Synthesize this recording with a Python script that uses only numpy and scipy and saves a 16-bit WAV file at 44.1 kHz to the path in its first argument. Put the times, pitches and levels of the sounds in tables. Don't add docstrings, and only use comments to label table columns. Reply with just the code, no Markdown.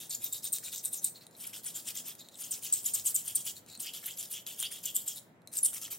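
import sys
import numpy as np
from scipy import signal
from scipy.fft import rfft, irfft, next_fast_len
from scipy.io import wavfile
from scipy.ndimage import map_coordinates

SR = 44100
rng = np.random.default_rng(int(sys.argv[2]) if len(sys.argv) > 2 else 0)


def transcribe(signal):
    frames = np.atleast_2d(signal).T
    limited = np.clip(frames, -1, 1)
    pcm = np.round(limited * 32767).astype(np.int16)
    wavfile.write(sys.argv[1], SR, pcm)


N = 263894
TIME = np.arange(N) / SR
SIZE = next_fast_len(N, True)
FREQS = np.maximum(np.fft.rfftfreq(SIZE, 1 / SR), 1)


def from_db(db):
    return 10 ** (np.asarray(db) / 20)


def unit_rms(x):
    return x / np.sqrt(np.mean(x ** 2) + 1e-20)


def at_hz(points, hz):
    f, value = np.transpose(points)
    return np.interp(np.log(hz), np.log(f), value)


def coloured(x, spectrum):
    return unit_rms(irfft(rfft(x, SIZE) * from_db(at_hz(spectrum, FREQS)), SIZE)[..., :N])


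def filtered(x, hz, kind="low"):
    return signal.sosfilt(signal.butter(2, hz, kind, fs=SR, output="sos"), x)


def drift(rate_hz):
    r = np.exp(-2 * np.pi * rate_hz / SR)
    return unit_rms(signal.lfilter([1], [1, -2 * r, r * r], rng.standard_normal(N)))


def resonance(x, hz, width_hz):
    r = np.exp(-np.pi * width_hz / SR)
    poles = [1, -2 * r * np.cos(2 * np.pi * hz / SR), r * r]
    return signal.lfilter(np.array([1, 0, -1]) * (1 - r * r) / 2, poles, x)


def steep_resonance(x, hz, width_hz):
    carrier = np.exp(2j * np.pi * np.cumsum(np.broadcast_to(hz, N)) / SR)
    return unit_rms((filtered(x / carrier, width_hz / 2) * carrier).real)


def delayed(x, seconds):
    return map_coordinates(x, [(TIME - seconds) * SR], order=3)


def swing(t, top_s, length_s):
    top_s = np.clip(top_s, .002, length_s - .002)
    return np.abs(np.sin(np.pi * np.interp(t, [0, top_s, length_s], [0, .5, 1])))


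def teeth(per_s, spread_db):
    sizes = from_db(spread_db * np.clip(rng.standard_normal(N), -2, 2)) * rng.choice([-1, 1], N)
    return unit_rms(sizes * (rng.random(N) < per_s / SR))


def uneven_glass(x, depth_db, rate_hz, bands=22):
    centres = np.linspace(np.sqrt(900), np.sqrt(16500), bands)
    spectrum, out = rfft(x, SIZE), 0
    for centre in centres:
        share = np.clip(1 - np.abs(np.sqrt(FREQS) - centre) / (centres[1] - centres[0]), 0, 1)
        swell = from_db(depth_db * np.clip(drift(rate_hz), -2, 2))
        out = out + swell * irfft(spectrum * share, SIZE)[:N]
    return unit_rms(out)


# t/s, length/s, rise to top speed/s, rasp level/dB, grit level/dB, grind re rasp/dB,
# ring rise/s, ring level/dB, ring f/Hz
FILE_STROKES = [ (0, 0.1004, 0.0033, -54, -49.5, 7, 0.0047, -48, 3680),
                (0.093, 0.086, 0.0325, -47.5, -46, -5, 0.0246, -48.5, 3720),
                (0.197, 0.11, 0.068, -52, -46, 7, 0.06, -45.5, 3700),
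                (0.311, 0.093, 0.052, -49, -45, -11, 0.033, -42.5, 3853),
                (0.421, 0.08, .04, -45.5, -45, -5, 0.0297, -41, 3850),
                (0.52, 0.079, 0.0414, -47.5, -46.5, -3, 0.03, -44, 3950),
                (0.624, 0.089, 0.047, -48.5, -47, 4, 0.043, -42.5, 3850),
                (0.706, 0.1166, 0.039, -47.5, -46, -8, 0.025, -44.5, 3865),
                (0.826, 0.0696, 0.048, -54, -42.5, 6, 0.027, -48, 3900),
                (0.91, .092, 0.0446, -51, -43.5, -4.5, .028, -49.5, 3880),
                (1.011, 0.088, 0.054, -50, -42, -1, 0.04, -46, 3940),
                (1.142, 0.061, .02, -62, -72.5, 14, .017, -47, 4116),
                (1.201, 0.067, 0.013, -67, -86, 19, .014, -53.5, 4180),
                (1.3, 0.062, 0.061, -68, -86, 6, 0.061, -62, 4100),
                (1.364, 0.16, 0.087, -55.5, -48.5, 9, 0.075, -51, 3176),
                (1.525, 0.0872, 0.024, -49, -48, 6.5, 0.0137, -43, 3270),
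                (1.626, 0.112, 0.0486, -52, -46, 6, 0.057, -49, 3264),
                (1.732, 0.11, .035, -50, -49, 3, 0.0215, -50.5, 3380),
                (1.843, 0.085, 0.051, -47, -46, 9.5, 0.0435, -44.5, 3317),
                (1.939, 0.094, 0.026, -46.5, -46.5, 5, 0.022, -43.5, 3380),
                (2.036, 0.1027, .045, -50.5, -49.5, 9, 0.08, -48, 3340),
                (2.177, 0.062, 0.019, -57, -70.5, 2.5, 0.04, -48.5, 3880),
                (2.237, 0.055, 0.013, -70.5, -80, 5, 0.012, -56, 4040),
                (2.297, 0.063, .04, -67, -78, 4, 0.062, -52.5, 3800),
                (2.357, 0.16, 0.078, -53, -47.5, 4, 0.092, -49, 3110),
                (2.5, .103, 0.042, -48.5, -49, 4.5, 0.0216, -49, 3130),
                (2.613, 0.11, 0.0442, -46, -48, 0, 0.0376, -44.5, 2970),
                (2.715, 0.12, 0.0413, -49, -45.5, 4, 0.05, -49, 3150),
                (2.828, 0.0984, 0.049, -45.5, -40, -7, 0.044, -45.5, 3200),
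                (2.927, 0.11, 0.037, -45, -50, 2, .043, -49, 3180),
                (3.037, .1, 0.049, -46.5, -38, 0, 0.0362, -44.5, 3170),
                (3.14, 0.12, 0.03, -51, -46, 5, 0.025, -50, 3180),
                (3.242, 0.108, .05, -50, -45.5, 4, 0.049, -44, 3160),
                (3.344, 0.098, 0.039, -50, -46.5, 2, .047, -50, 3240),
                (3.441, 0.087, 0.038, -44.5, -44.5, -5, 0.042, -41.5, 3160),
                (3.547, .06, 0.017, -59.5, -57.5, 6, 0.0224, -49.5, 4200),
                (3.659, 0.143, 0.039, -61, -75, 11.5, 0.076, -48, 4160),
                (3.791, 0.14, 0.022, -50, -46.5, 1, 0.093, -39, 3060),
                (3.929, 0.092, 0.0144, -52.5, -49.5, 9, .015, -43.5, 3224),
                (4.012, 0.15, 0.077, -51, -49.5, 0.5, 0.076, -42.5, 3200),
                (4.162, 0.13, 0.043, -50.5, -44.5, -8, 0.044, -47.5, 3200),
                (4.292, .138, 0.0345, -50.5, -47, 2, 0.074, -40.5, 3145),
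                (4.459, 0.14, 0.0207, -53, -46.5, -2, 0.01, -43, 3253),
                (4.576, 0.12, 0.046, -51.5, -42.5, 6, 0.08, -33.5, 3229),
                (4.703, 0.13, 0.02, -52, -49.5, 7, 0.042, -45, 3290),
                (4.828, 0.11, 0.026, -47, -47.5, -11, 0.049, -38.5, 3168),
                (4.94, .11, 0.023, -52.5, -42, -12.5, 0.025, -43.5, 3280),
                (5.055, 0.1, 0.034, -48, -46.5, -14, 0.037, -44.5, 3190),
                (5.15, 0.052, 0.025, -50.5, -48, -2, 0.025, -48, 3790),
                (5.515, .102, 0.052, -51.5, -44.5, 8, .06, -68, 3600),
                (5.619, 0.1, 0.055, -56, -40.5, -5, 0.07, -46, 3130),
                (5.719, 0.084, 0.04, -49.5, -44, 3, 0.034, -49, 3150),
                (5.805, 0.085, 0.026, -47, -48, 1.5, 0.046, -45, 3150),
                (5.9, 0.074, 0.023, -50, -44, 7, 0.011, -51, 3140)]
def strokes(turn_s=.0015, grit_lead=0.78, grit_fade_db_per_s=188.5):
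    gains, hz = np.zeros((4, N)), np.zeros(N)
    for start, length, top_s, rasp_db, grit_db, grind_db, ring_s, ring_db, ring_hz in FILE_STROKES:
        on = (TIME >= start) & (TIME < start + length)
        t = TIME[on] - start
        moving = np.sqrt(np.clip(np.minimum(t, length - t) / turn_s, 0, 1))
        bite_s = grit_lead * top_s
        fresh = from_db(-grit_fade_db_per_s * np.maximum(t - bite_s, 0))
        rasp = from_db(rasp_db) * np.hypot(swing(t, top_s, length) ** 1.28, from_db(-16))
        grit = from_db(grit_db) * np.hypot(fresh * swing(t, bite_s, length) ** 1.313, from_db(-16))
        ring = from_db(ring_db) * np.hypot(swing(t, ring_s, length) ** 2.6, from_db(-21))
        gains[:, on] += moving * np.array([rasp, grit, from_db(grind_db) * rasp, ring])
        hz[TIME >= start] = ring_hz
    return (*gains, hz)


# f/Hz, spectral level/dB
RASP_SPECTRUM = [(1800, -21.5), (2600, -9.5), (3600, -3.5), (5000, 1.5), (6200, 2.5), (7200, 5.5),
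                 (8400, 3.5), (10000, -7.5), (13000, -1), (16000, 7)]
GRIT_SPECTRUM = [(5000, -19.5), (7000, -9), (8500, 2.5), (10000, 3), (11500, 2), (13200, 2.5),
                 (15000, -2.5), (16500, -5)]
GRIND_SPECTRUM = [(400, -8), (800, -9), (1300, -0.5), (2000, -2.5), (2600, 5.5), (3600, -2)]
def filing(rasp_db=7.5, grit_db=4.0, ring_db=-5, grind_db=-12, judder_db=1.67):
    rasp, grit, grind, ring, ring_hz = strokes()
    pressure = unit_rms(from_db(judder_db * np.clip(drift(rate_hz=196), -2, 2)))
    coarse = pressure * uneven_glass(teeth(per_s=5000, spread_db=4), depth_db=4.5, rate_hz=55)
    fine = pressure * uneven_glass(teeth(per_s=7000, spread_db=4), depth_db=5, rate_hz=32)
    held_file = steep_resonance(pressure * teeth(per_s=6500, spread_db=4), ring_hz, width_hz=533)
    out = from_db(rasp_db) * rasp * coloured(coarse, RASP_SPECTRUM)
    out += from_db(grit_db) * grit * coloured(fine, GRIT_SPECTRUM)
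    out += from_db(grind_db) * grind * coloured(fine, GRIND_SPECTRUM)
    return out + from_db(ring_db) * ring * held_file


# f/Hz, bandwidth/Hz, level/dB
MODES = [(3270, 10, 5.5), (3733, 60, 1.5), (7160, 41, 3), (7306, 34, 0.5), (7660, 59, -18.5),
         (8302, 30, -7), (8660, 64, -1.5), (9350, 41, 4), (10120, 39, 0), (10500, 44, -7.5), (12900, 94, 2),
         (13300, 90, -17)]
def file_and_bottle(x, modes_db=-3, low_hz=650):
    ringing = sum(from_db(db) * resonance(x, hz, width) for hz, width, db in MODES)
    return filtered(x + from_db(modes_db) * ringing, low_hz, "high")


# f/Hz, phase/rad
LEFT_LEAD = [(800, 1.25), (3300, -0.05), (4700, 0), (6600, 0.86), (8200, 1.16), (9500, 0.4), (10900, 1.14),
             (13200, 0.98), (14200, 1.0), (15200, 2.4)]
# f/Hz, level/dB
LEFT_LEVEL = [(1000, -.3), (3000, -0.16), (6000, 0.64), (9000, 2), (13000, -0.2), (16000, 0.5)]
def ports(x, flutter_s=8e-6):
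    response = np.exp(.5j * at_hz(LEFT_LEAD, FREQS)) * from_db(at_hz(LEFT_LEVEL, FREQS) / 2)
    left, right = irfft(rfft(x, SIZE) * [response, 1 / response], SIZE)[:, :N]
    return np.array([left, delayed(right, flutter_s * drift(rate_hz=7.5))])


# f/Hz, T60/s (negative for a band that swells)
TAIL_T60 = [(500, -0.3), (3000, 0.5667), (8000, 0.18), (15000, 0.32)]
# f/Hz, level/dB
TAIL_SPECTRUM = [(500, -2.5), (3000, -15), (8000, -8.5), (15000, -10.5)]
# f/Hz, coherence (0-1)
TAIL_COHERENCE = [(1000, 0.1), (2400, 0.2), (3300, 0.4), (4500, 0.6), (6500, 0.1), (10000, 0.07),
                  (15000, .05)]
def room_tail(gap_s=0.0056):
    t, tail = TIME[:SR // 2], 0
    onset = np.clip(t / gap_s - 1, 0, 1)
    edges = np.geomspace(300, 18000, 10)
    for low, high in zip(edges, edges[1:]):
        hz = np.sqrt(low * high)
        envelope = onset * from_db(-60 * t / at_hz(TAIL_T60, hz))
        mid, side = filtered(rng.standard_normal((2, len(t))), [low, high], "band")
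        alike = at_hz(TAIL_COHERENCE, hz)
        band = np.sqrt((1 + alike) / 2) * mid + np.sqrt((1 - alike) / 2) * side * [[1], [-1]]
        tail = tail + from_db(at_hz(TAIL_SPECTRUM, hz)) * band * envelope / np.linalg.norm(envelope)
    return tail


# delay/s, level/dB
REFLECTIONS = [(.0022, -14), (.004, -23.5), (.0086, -13.5)]
def kitchen(x, sway_s=0.0001, tails=6):
    early = sum(from_db(db) * delayed(x, s + sway_s * drift(rate_hz=1.85)) for s, db in REFLECTIONS)
    out = ports(early)
    place = TIME / TIME[-1] * (tails - 1)
    for k in range(tails):
        share = np.sqrt(np.clip(1 - np.abs(place - k), 0, 1))
        out += signal.fftconvolve((share * x)[None], room_tail(), axes=1)[:, :N]
    return out


# f/Hz, spectral level/dB
AIR_SPECTRUM = [(25, -28), (45, -16), (70, -22), (105, -2.5), (170, 1), (250, 0), (400, -2.5), (680, -3.5),
                (1000, -11), (2000, -12.5), (4000, -34), (8000, -33), (16000, -42.5)]
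# f/Hz, coherence (0-1)
AIR_COHERENCE = [(60, 0.6), (150, 0.85), (350, 0.72), (700, 0.5), (1500, 0), (8000, 0)]
# f/Hz, level/dB
MOTOR_TONES = [(118, -76), (167, -75.5), (232, -77.5), (930, -83)]
def ventilation(air_db=-62, wander_hz=1.46):
    alike = at_hz(AIR_COHERENCE, FREQS)
    mid, side = rfft(rng.standard_normal((2, SIZE)))
    air = irfft(np.sqrt(1 + alike) * mid + np.sqrt(1 - alike) * side * [[1], [-1]], SIZE)
    hum = 0
    for hz, db in MOTOR_TONES:
        phase = 2 * np.pi * np.cumsum(hz + wander_hz * drift(rate_hz=2.9)) / SR
        hum += from_db(db) * np.sqrt(2) * np.sin(phase)
    return from_db(air_db) * coloured(air, AIR_SPECTRUM) + hum


# t/s, level/dB
RUMBLE_SWELLS = [(0, -68), (.55, -71), (1, -82), (2.4, -87), (3, -67), (3.7, -69), (4.1, -85), (4.7, -75),
                 (5.98, -76)]
def rumble(level_db=-2, band_hz=(84, 126)):
    band = unit_rms(filtered(rng.standard_normal(N), band_hz, "band"))
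    return from_db(level_db + np.interp(TIME, *np.transpose(RUMBLE_SWELLS))) * band


# t/s, length/s, middle f/Hz, level/dB, upper mode level/dB
STICK_SLIPS = [ (0.093, 0.0247, 7600, -40, -50), (0.144, .011, 6900, -35, -40),
               (.238, 0.012, 14900, -27.5, -50), (0.3246, 0.014, 7600, -32, -36),
               (.442, 0.015, 8250, -36.5, -47), (0.521, 0.022, 8400, -30.5, -36),
               (.847, .016, 8620, -30.5, -43), (.929, 0.019, 8370, -34, -52.5),
               (1.0425, 0.009, 8320, -22, -33), (1.467, 0.012, 11300, -38, -52),
               (2.353, 0.0054, 7900, -45, -62), (2.374, .006, 8000, -44, -60),
               (2.507, 0.017, 8275, -33, -42), (2.516, 0.03, 6760, -40.5, -53.5),
               (2.7236, 0.02, 7870, -23.5, -31), (2.854, 0.0163, 7370, -30.5, -33),
               (2.935, 0.022, 8030, -28.5, -35), (3.0578, 0.025, 7810, -28.5, -36.5),
               (3.143, 0.024, 8123, -27, -30.5), (3.277, 0.008, 8840, -29.5, -44),
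               (3.3492, .02, 8480, -26.5, -33), (3.7735, .006, 8450, -45, -64),
               (3.799, 0.01326, 8564, -38, -53.5), (4.062, 0.0086, 13300, -30, -55),
               (4.325, 0.009, 8620, -35.5, -50), (4.597, .015, 9200, -34.5, -47),
               (4.854, 0.0095, 7350, -28.5, -30.5), (4.9472, .024, 8080, -30, -33.5),
               (5.075, .013, 7860, -31.5, -37), (5.569, 0.025, 7990, -31, -38),
               (5.628, 0.038, 9160, -25, -36)]
def squeals(level_db=1, crunch_db=-11, chatter_db=4, fall_hz_per_s=64800, wander_hz=460,
            attack_s=0.0024, release_s=0.0043):
    out = np.zeros(N)
    chatter = unit_rms(from_db(chatter_db * np.clip(drift(rate_hz=210), -3, 1)))
    wander = wander_hz * drift(rate_hz=1000)
    grains = uneven_glass(teeth(per_s=14000, spread_db=13), depth_db=3.5, rate_hz=60)
    upper = steep_resonance(grains, hz=13500, width_hz=2700)
    crunch = coloured(teeth(per_s=7100, spread_db=0), RASP_SPECTRUM)
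    for start, length, middle_hz, db, upper_db in STICK_SLIPS:
        on = (TIME >= start) & (TIME < start + length)
        t = TIME[on] - start
        progress = t / length
        swell = np.clip(np.minimum(t / attack_s, (length - t) / release_s), 0, 1)
        hz = middle_hz - fall_hz_per_s * (t - length / 2) + (.5 + progress) * wander[on]
        tone = np.sqrt(2) * np.sin(2 * np.pi * np.cumsum(hz) / SR)
        bite = from_db(upper_db) * unit_rms(upper[on]) + from_db(db + crunch_db) * crunch[on]
        out[on] += swell * unit_rms(chatter[on]) * (from_db(db) * tone + np.sqrt(2 * progress) * bite)
    return from_db(level_db) * out


# t/s, length/s, first f/Hz, last f/Hz, level/dB
TOOTH_CATCHES = [ (0.106, 0.019, 4500, 4560, -47.5), (0.629, 0.0081, 1800, 1750, -56),
                 (0.676, 0.015, 2500, 2720, -54), (0.734, 0.0085, 1900, 1920, -56.5),
                 (0.778, 0.027, 6400, 6010, -47), (0.965, 0.039, 6800, 6243, -45.5),
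                 (1.441, 0.015, 2600, 2550, -53.5), (1.529, .014, 2200, 3032, -52),
                 (1.657, 0.019, 8600, 7430, -39.5), (1.75, 0.026, 7800, 7180, -39.5),
                 (1.873, 0.009, 9000, 7700, -39), (1.891, 0.0193, 2300, 2620, -56),
                 (1.967, 0.019, 7200, 7560, -41), (2.078, 0.021, 14000, 13600, -43),
                 (2.435, 0.015, 7200, 6600, -43.5), (3.45, 0.013, 10000, 10200, -42),
                 (3.85, 0.042, 2300, 3210, -52), (3.863, 0.026, 4900, 5126, -46),
                 (4.025, 0.0203, 1700, 1710, -57.5), (4.072, 0.035, 1787, 2960, -52),
                 (4.183, 0.021, 7500, 7050, -43.5), (4.365, 0.019, 2400, 3060, -53.5),
                 (4.508, 0.0077, 2900, 3010, -51.5), (4.633, 0.031, 2600, 3560, -46.5),
                 (4.648, 0.029, 4300, 5100, -45), (4.708, 0.024, 2100, 2380, -56),
                 (4.868, 0.024, 2700, 3054, -62), (5.727, .012, 1400, 1685, -58),
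                 (5.756, 0.014, 2000, 2580, -54.5), (5.877, .007, 1600, 1900, -54)]
def scrapes(width_hz=950):
    out = np.zeros(N)
    rough = unit_rms(filtered(rng.standard_normal((2, N)), width_hz / 2))
    for start, length, first_hz, last_hz, db in TOOTH_CATCHES:
        on = (TIME >= start) & (TIME < start + length)
        progress = (TIME[on] - start) / length
        phase = 2 * np.pi * np.cumsum(first_hz + (last_hz - first_hz) * progress) / SR
        band = rough[0, on] * np.cos(phase) + rough[1, on] * np.sin(phase)
        swell = np.sqrt(np.abs(np.sin(np.pi * progress)))
        out[on] += from_db(db) * unit_rms(swell * band)
    return out


# t/s, crack level/dB, clink level/dB
SNAPS = [(0.146, -25.5, -64), (0.5847, -24, -59), (1.2669, -34, -53), (1.3108, -43, -61.5),
         (1.3506, -49, -50), (2.152, -33.5, -55), (2.2868, -33, -45.5), (2.3437, -39, -54.5),
         (2.3564, -41, -63), (3.6626, -41, -64), (3.7516, -30.5, -44), (3.8046, -34, -41.5),
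         (3.9367, -27, -42.5), (4.0587, -23, -45), (4.175, -30, -53), (4.228, -23.5, -56),
         (4.466, -24, -41), (4.6024, -22, -59), (4.627, -15, -37.5), (5.183, -44, -39.5), (5.419, -57, -69),
         (5.474, -31, -44), (5.53, -30, -59), (5.5373, -30.5, -62.5), (5.5688, -25, -67), (5.879, -33, -51)]
def chips(crack_db=-7, crack_t60_s=0.0091, clink_t60_s=0.024, clink_limit_db=-45):
    cracks, clinks = np.zeros((2, N))
    for start, db, clink_db in SNAPS:
        on = (TIME >= start) & (TIME < start + 2 * clink_t60_s)
        t = TIME[on] - start
        cracks[on] += from_db(db - 60 * t / crack_t60_s)
        clinks[on] += from_db(min(clink_db, clink_limit_db) - 60 * t / clink_t60_s)
    noise = rng.standard_normal(N)
    bright = unit_rms(resonance(noise, hz=8200, width_hz=6900))
    glassy = steep_resonance(noise, hz=4050, width_hz=340)
    return from_db(crack_db) * cracks * bright + clinks * glassy


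# t/s, level/dB
DULL_BUMPS = [(.265, -64), (1.02, -59.5), (1.985, -60), (3.365, -56), (3.77, -58)]
def bumps(band_hz=(140, 240), attack_s=0.013, length_s=0.057):
    band = unit_rms(filtered(rng.standard_normal(N), band_hz, "band"))
    return band * sum(from_db(db) * swing(TIME - s, attack_s, length_s) ** 2 for s, db in DULL_BUMPS)


def scene(work_db=-1):
    work = from_db(work_db) * file_and_bottle(filing() + scrapes() + squeals() + chips())
    return ports(work) + kitchen(work) + ventilation() + rumble() + bumps()


def record(dry):
    return signal.sosfilt(signal.ellip(10, .2, 80, 15800, fs=SR, output="sos"), dry)


dry = scene()
out = record(dry)
transcribe(out)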